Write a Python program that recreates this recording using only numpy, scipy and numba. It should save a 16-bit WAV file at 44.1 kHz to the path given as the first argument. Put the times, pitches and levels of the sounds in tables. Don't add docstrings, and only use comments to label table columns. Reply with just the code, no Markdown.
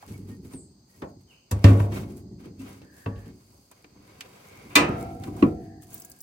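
import sys
import numpy as np
from scipy import signal
from scipy.fft import rfft, irfft, next_fast_len
from scipy.io import wavfile
from scipy.ndimage import uniform_filter1d
from numba import njit

SR = 44100
rng = np.random.default_rng(int(sys.argv[2]) if len(sys.argv) > 2 else 0)


def generate_wav(signal):
    frames = np.transpose(np.atleast_2d(signal))
    scaled = np.clip(frames, -1, 1) * 32767
    pcm = np.round(scaled).astype(np.int16)
    wavfile.write(sys.argv[1], SR, pcm)


N = 274504


def undb(db):
    return 10 ** (np.asarray(db) / 20)


def along(table, hz):
    table_hz, value = np.transpose(table)
    return np.interp(np.log(np.maximum(hz, 1)), np.log(table_hz), value)


def bell(hz, centre_hz, width_hz):
    return np.exp(-.5 * ((hz - centre_hz) / width_hz) ** 2)


def noise(gain_of_hz, alike_hz=510.0):
    size = next_fast_len(N)
    hz = np.arange(size // 2 + 1) * SR / size
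    mid, side = rng.standard_normal((2, len(hz), 2)) @ np.array([1, 1j])
    side = side * np.clip(hz / alike_hz, .1, 1)
    spectrum = np.array([mid + side, mid - side]) * gain_of_hz(hz)
    x = irfft(spectrum, size)[:, :N]
    return x / np.sqrt(np.mean(x ** 2))


@njit
def add_modes(out, start, left, right, pole, rise, head, head_fade):
    for m in range(len(pole)):
        ringing, yet_to_rise, extra = 1 + 0j, 1., head
        for i in range(start, out.shape[1]):
            if (i & 31) == 0 and abs(ringing * left[m]) < 1e-5:
                break
            wave = ringing * (1 - yet_to_rise) ** 2 * (1 + extra)
            out[0, i] += (wave * left[m]).imag
            out[1, i] += (wave * right[m]).imag
            ringing *= pole[m]
            yet_to_rise *= rise[m]
            extra *= head_fade


# (per Hz, relative)
AIR_COLOUR = [(15, -46.5), (25, 20), (236, 6), (840, 1.5), (936, -1), (1700, -12.5), (2840, -14),
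              (3250, -12.5), (4740, -9), (8590, -6), (9570, -23), (14800, -9), (16000, -26.5)]
AIR_DB = -66.5
# centre_hz, width_hz, level_db
INSECT_BANDS = [(4684, 420, -70), (6300, 110, -75)]


def outdoors():
    air = undb(AIR_DB) * noise(lambda f: undb(along(AIR_COLOUR, f)), alike_hz=800.)
    insects = sum(undb(db) * noise(lambda f: bell(f, centre_hz, width_hz))
                  for centre_hz, width_hz, db in INSECT_BANDS)
    return air + insects


def grain(hold_s, spread_db):
    hold = max(int(hold_s * SR), 1)
    levels = undb(spread_db * rng.exponential(size=N // 20))
    gain = uniform_filter1d(np.repeat(levels, hold)[:N], hold)
    return gain / np.sqrt(np.mean(gain ** 2))


def lumps(hz, width_hz, spread_db):
    levels_db = spread_db * rng.standard_normal(1000)
    return undb(np.interp(hz / width_hz, np.arange(1000), levels_db))


FADE_DB = 20

# time_s, rumble_db, scrape_db, rustle_db (before the rustle lift)
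HOOD_SWING = [(3.6, -82.5, -87.5, -100), (3.8, -65.5, -70, -90), (3.97, -55, -66, -83),
              (4.08, -55.5, -57.5, -71.5), (4.28, -56.5, -55, -67.5), (4.47, -56, -53.5, -66),
              (4.64, -50, -53, -67.5), (4.73, -56, -59.5, -64), (4.85, -89.5, -89.5, -100)]


def swells(moves, swing_column, rise, rounding):
    t, swing = np.arange(N) / SR, np.array(HOOD_SWING)
    swing_db = np.interp(t, swing[:, 0], swing[:, swing_column], left=-200, right=-200)
    power = undb(swing_db) ** 2
    for peak_s, length_s, db in moves:
        near = slice(max(int((peak_s - 3 * length_s) * SR), 0), int((peak_s + 4 * length_s) * SR))
        u = (t[near] - peak_s) / max(length_s, .01)
        distance = np.where(u < 0, -u / rise, u)
        power[near] += undb(db - FADE_DB * distance ** rounding) ** 2
    return np.sqrt(power)


# peak_s, length_s, scrape_db, rustle_db (before the rustle lift)
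SCUFF_MOVES = [(0.021, 0.056, -56, -65), (0.114, 0.19, -56.5, -62.5), (0.302, .1, -57.5, -64.5),
               (0.456, 0.073, -61, -64.5), (0.523, 0.075, -55, -63.5), (0.903, 0.073, -70.5, -69.5),
               (0.972, .15, -64, -68), (1.094, 0.036, -70, -75), (1.214, 0.047, -70, -75),
               (1.323, 0.12, -63.5, -73.5), (1.567, 0.14, -54, -67), (1.69, .12, -37.5, -51),
               (1.804, .1, -44, -55), (1.964, 0.11, -40.5, -52), (2.107, 0.072, -55.5, -63.5),
               (2.178, 0.055, -60, -61), (2.405, 0.037, -55.5, -69), (2.452, .06, -53, -69.5),
               (2.62, 0.054, -53, -65), (2.684, 0.19, -50, -62), (2.988, 0.17, -58.5, -62.5),
               (3.196, 0.089, -59, -69), (3.268, 0.11, -57.5, -70), (3.41, 0.22, -68, -73),
               (3.568, 0.54, -71, -70.5), (3.719, 0.024, -54, -75), (3.778, .1, -62.5, -75),
               (4.862, 0.31, -44, -65.5), (5.005, 0.11, -53, -58.5), (5.12, .2, -61.5, -67),
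               (5.248, 0.13, -51, -61.5), (5.402, 0.19, -51, -61), (5.48, 0.071, -58.5, -78),
               (5.64, 0.14, -65, -73), (5.83, 0.031, -60, -56.5), (5.953, 0.19, -56, -55),
               (6.125, 0.44, -65, -67.5)]
SCUFF_RISE, SCUFF_ROUND = 0.62, 1.27
# (per Hz, relative)
SCRAPE_SPECTRUM = [(240, -39.5), (400, 0.5), (689, -5.5), (754, -5.5), (1170, -4), (1590, -11.5),
                   (1810, -9), (2090, -8.5), (6000, -21.5), (7800, -43), (13200, -120)]


def scrape():
    peak_s, length_s, scrape_db, _ = np.transpose(SCUFF_MOVES)
    scraping = swells(zip(peak_s, length_s, scrape_db), 2, SCUFF_RISE, SCUFF_ROUND)
    rubbing = noise(lambda f: undb(along(SCRAPE_SPECTRUM, f)) * lumps(f, 70., 3.0))
    return rubbing * grain(0.016, 1.2) * scraping


# (per Hz, relative)
RUSTLE_SPECTRUM = [(2500, 0), (4000, -1.5), (7000, 6.5), (11000, 9.5), (16000, 4)]
RUSTLE_LIFT_DB = 7.5


def rustle():
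    peak_s, length_s, _, rustle_db = np.transpose(SCUFF_MOVES)
    rustling = swells(zip(peak_s, length_s, rustle_db), 3, SCUFF_RISE, SCUFF_ROUND)
    treble = noise(lambda f: undb(along(RUSTLE_SPECTRUM, f) - 40 * (f < 2500)))
    return undb(RUSTLE_LIFT_DB) * treble * grain(0.00049, 2.65) * rustling


# freq_hz, over_dense_db, t60_s (before a blow's ring factor)
SHUT_HOOD_MODES = [(52, -13, 0.76), (70.4, 1, 0.58), (97.7, 13.5, 0.89), (193.4, 4, 1), (231, 5, 0.8),
                   (266, 11, 0.63), (299.1, -1.5, 0.67), (367.6, 0.5, 0.78), (462, 8.5, 0.88),
                   (520, 4, 0.83), (565, 5, 1), (682, -1.5, 0.71), (826, 0.5, 0.42), (974, 15, 0.33),
                   (1122, 5.5, 1), (1584, -2.5, .3), (1824, 11.5, 0.29), (2660, 13, 0.29), (2830, 4, 0.22),
                   (5100, 14.5, 0.054)]


def sheet_peaks(hz, width_hz, peak_db):
    return 1 + undb(peak_db) * sum(bell(hz, mode_hz, width_hz) for mode_hz, _, _ in SHUT_HOOD_MODES)


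# peak_s, length_s, rumble_db
PUSH_MOVES = [(0.11, 0.2, -34.5), (0.2, 0.26, -38.5), (0.304, .25, -38), (0.45, 0.41, -41),
              (0.558, 0.14, -41.5), (1.03, 0.26, -40), (1.9, 0.67, -29.5), (2.47, 0.072, -40.5),
              (2.61, .5, -48), (2.824, 0.16, -51), (2.972, 0.14, -58.5), (3.27, 0.18, -39.5),
              (3.5, 0.34, -55), (4.9, 0.64, -31), (5.29, 0.55, -37.5), (5.44, 0.27, -24.5),
              (5.91, 0.46, -54)]
PUSH_RISE, PUSH_ROUND = 0.25, 0.79
# (per Hz, relative)
RUMBLE_SPECTRUM = [(18, -57), (30, -4), (86, 1.5), (131, 4.5), (204, 0), (412, -5.5), (590, -53.5),
                   (846, -24.5), (1500, -77), (1950, -36.5), (3300, -120)]


def rumble():
    pushing = swells(PUSH_MOVES, 1, PUSH_RISE, PUSH_ROUND)
    sheet = noise(lambda f: undb(along(RUMBLE_SPECTRUM, f)) * sheet_peaks(f, 5.0, 0.67), alike_hz=1800.)
    return sheet * pushing * grain(.012, 1.6)


BLOW_BAND_HZ = (85, 280, 850, 2700, 9000)
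# freq_hz, t60_s (before random spread and a blow's ring factor)
DENSE_T60 = [(40, 0.73), (110, 0.49), (280, 0.98), (740, 0.99), (1900, 0.48), (4000, 0.27), (8000, 0.23),
             (16000, .12)]
# freq_hz, spread_rad
PORT_SPREAD = [(100, .08), (250, .22), (500, .7), (1000, 1.6), (4000, 1.5), (12000, 1.6)]
SPLIT = 0.84
PING_HZ = 900
HEAD_T60_S = 0.045


def ring_sheet(blows, modes, knee_hz=692.2, count=900):
    top = np.log(400) + 16000 / knee_hz
    grid = np.geomspace(40, 16000, num=2000)
    mode_number = top * (np.arange(count) + 2 * rng.random(count)) / (count + 1)
    dense_hz = np.interp(mode_number, np.log(grid / 40) + grid / knee_hz, grid)
    strong_hz, strong_db, strong_t60 = np.tile(np.transpose(modes), 3)
    strong_hz = strong_hz + SPLIT * strong_hz ** .5 * (rng.random(len(strong_hz)) - .5)
    hz = np.r_[dense_hz, strong_hz]
    dense_t60 = along(DENSE_T60, dense_hz) * undb(9.0 * (rng.random(count) - .5))
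    t60 = np.r_[dense_t60, strong_t60]
    crowd_db = 10 * np.log10(count / top * (1 + hz / knee_hz))
    own_db = np.r_[np.zeros(count), strong_db] - crowd_db
    pings = np.r_[np.zeros(count), strong_hz > PING_HZ]

    out = np.zeros((2, N))
    chances = rng.random((len(blows), 3, len(hz)))
    for blow, (strength, turn, side) in zip(blows, chances):
        start_s, body, boom, knock, clank, crack, ping_db, ring, rise_ms, head_db = blow
        bands = list(zip(BLOW_BAND_HZ, (boom, body, knock, clank, crack)))
        db = along(bands, hz) + own_db + ping_db * pings + 4 * (strength - .5)
        phase = 2 * np.pi * turn
        apart = along(PORT_SPREAD, hz) * (2 * side - 1)
        left = undb(db) * np.exp(1j * (phase + apart))
        right = undb(db) * np.exp(1j * (phase - apart))
        decay = np.log(1000) / (max(ring, .02) * t60 * SR)
        pole = np.exp(2j * np.pi * hz / SR - decay)
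        rise_s = max(rise_ms, .1) / 1000 * (hz / 500) ** -.4
        add_modes(out, int(start_s * SR), left, right, pole, np.exp(-1 / (rise_s * SR)),
                  undb(head_db) - 1, 1000 ** (-1 / (HEAD_T60_S * SR)))
    return out


# start_s, body_db, boom_db, knock_db, clank_db, crack_db, ping_db (on strong high modes),
# ring_factor (times t60), rise_ms (at 500 Hz), head_db (onset against the later ring)
HOOD_BLOWS = [(0.025, -77, -62, -45, -62, -68, -6, 0.26, 1.3, 10),
              (0.075, -45.5, -40, -62, -53, -48, -7, 0.67, 3.6, -6),
              (0.199, -45, -52, -76, -81, -75, -3, 0.51, 3.8, 1),
              (0.287, -42.5, -40.5, -72, -69, -61, -3, 0.61, 1.3, 8),
              (0.447, -39.5, -57, -65, -60, -56, -6, 0.27, 2.4, 1.5),
              (0.534, -39, -42, -57.5, -60, -50, -2, 0.35, 1.6, 7.5),
              (1.018, -29, -53, -31.5, -43, -55, -9.5, 0.25, 4.6, 5),
              (1.51, -32.5, -16.5, -35.5, -43.5, -31, 1.5, 0.44, 8.7, 16),
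              (1.641, -13, -7, -23, -24, -30.5, -1.5, 0.59, 2.15, 8),
              (1.799, -39, -24.5, -34.5, -49, -67, -1, 0.63, 1.9, 13),
              (1.919, -35, -49, -49, -54, -51, 0, 1, 3.3, 5),
              (2.453, -36.5, -64, -58, -59, -57, -3, 0.4, 4.4, 3),
              (2.591, -38, -54, -88, -57, -50, 4, 1, 1.9, -9),
              (2.816, -49, -70, -61, -58, -66, -3, 0.48, 1.9, 8),
              (3.059, -33.5, -27, -40.5, -47, -67, 2.7, 0.46, 2.8, 12.5),
              (3.156, -51, -29.5, -72, -54, -68, -7, 0.47, 2, 1),
              (3.259, -43, -52, -71, -70, -70, -3, 0.5, 1.3, 10),
              (3.521, -75, -53.5, -61.5, -86, -59, -1, .7, 3.1, -2),
              (3.713, -67, -81.5, -68, -82, -56, 0, 0.41, 1.7, 16),
              (3.843, -54, -74, -62, -53.5, -67, -9, 0.15, 1.4, 12.5),
              (3.951, -59, -56, -61, -76, -64, -6, 0.48, 3.1, -3),
              (4.207, -56, -68, -58, -34, -37.5, -12, .2, 1.7, 6.5),
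              (4.653, -48, -51, -61, -68, -70, -3, 0.53, 2, 6),
              (4.7, -57, -57, -51, -48, -69, -5, 0.98, 2.9, -15),
              (4.753, -17.5, -26.5, -19, -12, -14, 0.7, 0.6, 7.6, 8.5),
              (5.235, -55, -57, -49.5, -49, -47, -5, 0.28, 3, 10),
              (5.272, -33.5, -37, -50, -82.5, -54, 1, 0.48, 3.4, 9),
              (5.364, -50, -42, -44.5, -65, -46.5, -4.5, 0.36, 3.4, 4),
              (5.424, -8.5, -22.5, -29.5, -37, -50.5, 3.5, 0.28, 1.9, 6)]
# freq_hz, over_dense_db, t60_s (before a blow's ring factor)
OPEN_HOOD_MODES = [(44.8, 7, .9), (110, 6, 0.7), (153, 1.5, 1.6), (199.3, 8.5, 0.53), (258.5, 8, 0.33),
                   (296.8, 11.5, 0.75), (315, -8.5, 3.9), (349, 4.5, 1.5), (476, -3.5, 2.3),
                   (680.5, -7, 4.8), (708, -7.5, 2.4), (736, -5, 5), (781, -5, 3.8), (784, 0.5, 0.73),
                   (995, 18.5, 0.45), (1114, 17, 0.4), (1240, 12, 0.75), (1350, 0, 1.37), (1734, 3, 0.62),
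                   (2000, 13.5, 0.28), (2357, 15.5, 0.36), (2506, 14.5, 0.46), (2740, 14.5, 0.29),
                   (3065, 2.5, 0.42), (3590, 15, .2), (4140, 11, 0.24), (6900, 10.5, 0.067)]
LIFT_S = 3.6


def hood():
    blows = np.array(HOOD_BLOWS)
    shut = blows[:, 0] < LIFT_S
    return ring_sheet(blows[shut], SHUT_HOOD_MODES) + ring_sheet(blows[~shut], OPEN_HOOD_MODES)


# start_s, end_s, centre_hz, width_hz, level_db
HINGE_SQUEAKS = [(0.138, 0.165, 2246, 31, -54), (0.302, 0.375, 1860, 10, -63.5),
                 (0.89, 0.968, 1900, 14, -68), (2.825, 3.31, 1710, 140, -60), (4.44, 4.74, 2220, 140, -59),
                 (4.924, 5.143, 2220, 110, -59), (5.543, 5.884, 1770, 140, -66),
                 (5.898, 6.22, 1647, 34, -69.5)]


def hinge():
    t, out = np.arange(N) / SR, 0
    for start_s, end_s, centre_hz, width_hz, db in HINGE_SQUEAKS:
        arch = 4 * (t - start_s) * (end_s - t) / (end_s - start_s) ** 2
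        swell = np.sqrt(np.clip(arch, 0, 1))
        out = out + undb(db) * swell * noise(lambda f: bell(f, centre_hz, width_hz))
    return out


# start_s, length_s, start_hz, middle_hz, end_hz, level_db (before echoes), echo_t60_s
BIRD_CALLS = [(0.512, 0.1, 8600, 8480, 6640, -50.5, 0.4), (1.07, 0.036, 7900, 6700, 6300, -70, .2),
              (1.271, .07, 3050, 2890, 2000, -59, 0.69)]


def birds():
    out = np.zeros((2, N + SR))
    for start_s, length_s, *glide_hz, db, echo_t60_s in BIRD_CALLS:
        u = np.arange(int(length_s * SR)) / (length_s * SR)
        pitch_hz = np.polyval(np.polyfit([0, .5, 1], glide_hz, 2), u)
        call = np.sin(np.pi * u) * np.sin(2 * np.pi * np.cumsum(pitch_hz) / SR)
        echo_fade = 1000 ** (-np.arange(SR // 2) / (echo_t60_s * SR))
        echoes = 0.041 * rng.standard_normal((2, SR // 2)) * echo_fade
        echoes[:, 0] = 1
        wet = signal.fftconvolve(call[None], echoes)
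        start = int(start_s * SR)
        out[:, start:start + wet.shape[1]] += undb(db) * wet
    return out[:, :N]


# start_s, level_db (before the trim), centre_hz
LEAF_SNAPS = [(5.834, -46, 8660), (5.902, -44, 13500), (5.931, -32, 11400), (5.942, -22.5, 15200),
              (5.9624, -43, 13800), (5.9778, -34, 10600), (5.999, -28, 14200), (6.0192, -32.5, 9100),
              (6.0482, -27.5, 10760), (6.098, -30, 14700), (6.116, -32, 8060), (6.188, -40, 14500),
              (6.205, -31.5, 8900), (6.212, -26.5, 15500)]
LEAF_T60_S = 0.036
LEAF_TRIM_DB = -24.5


def leaves():
    out = np.zeros((2, N))
    chances = rng.random((len(LEAF_SNAPS), 3, 90))
    for (start_s, db, centre_hz), (detune, turn, side) in zip(LEAF_SNAPS, chances):
        hz = np.clip(centre_hz * 2 ** (1.8 * (detune - .5)), 500, 16000)
        left = undb(db + LEAF_TRIM_DB) * np.exp(2j * np.pi * turn)
        right = left * np.exp(6j * (side - .5))
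        pole = np.exp(2j * np.pi * hz / SR - np.log(1000) / (LEAF_T60_S * SR))
        add_modes(out, int(start_s * SR), left, right, pole, np.full(len(hz), .9), 0., 0.)
    return out


def scene():
    return outdoors() + scrape() + rustle() + rumble() + hood() + hinge() + birds() + leaves()


# centre_hz, width_hz (two standard deviations), depth_db
CASE_DIPS = [(9796, 600, -20), (13000, 770, -38)]
BASS_CUT_HZ, TOP_HZ = 66, 16100


def record(dry):
    size = next_fast_len(N)
    hz = np.arange(size // 2 + 1) * SR / size
    dips = undb(sum(db * bell(hz, centre_hz, width_hz / 2) for centre_hz, width_hz, db in CASE_DIPS))
    dipped = irfft(rfft(dry, size) * dips, size)[:, :N]
    bass_cut = signal.butter(3, BASS_CUT_HZ, "high", fs=SR, output="sos")
    thinned = signal.sosfilt(bass_cut, dipped)
    rounded = np.tanh(.8 * thinned) / .8
    top_cut = signal.ellip(10, .2, 70, TOP_HZ, fs=SR, output="sos")
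    return signal.sosfilt(top_cut, rounded)


dry = scene()
out = record(dry)
generate_wav(out)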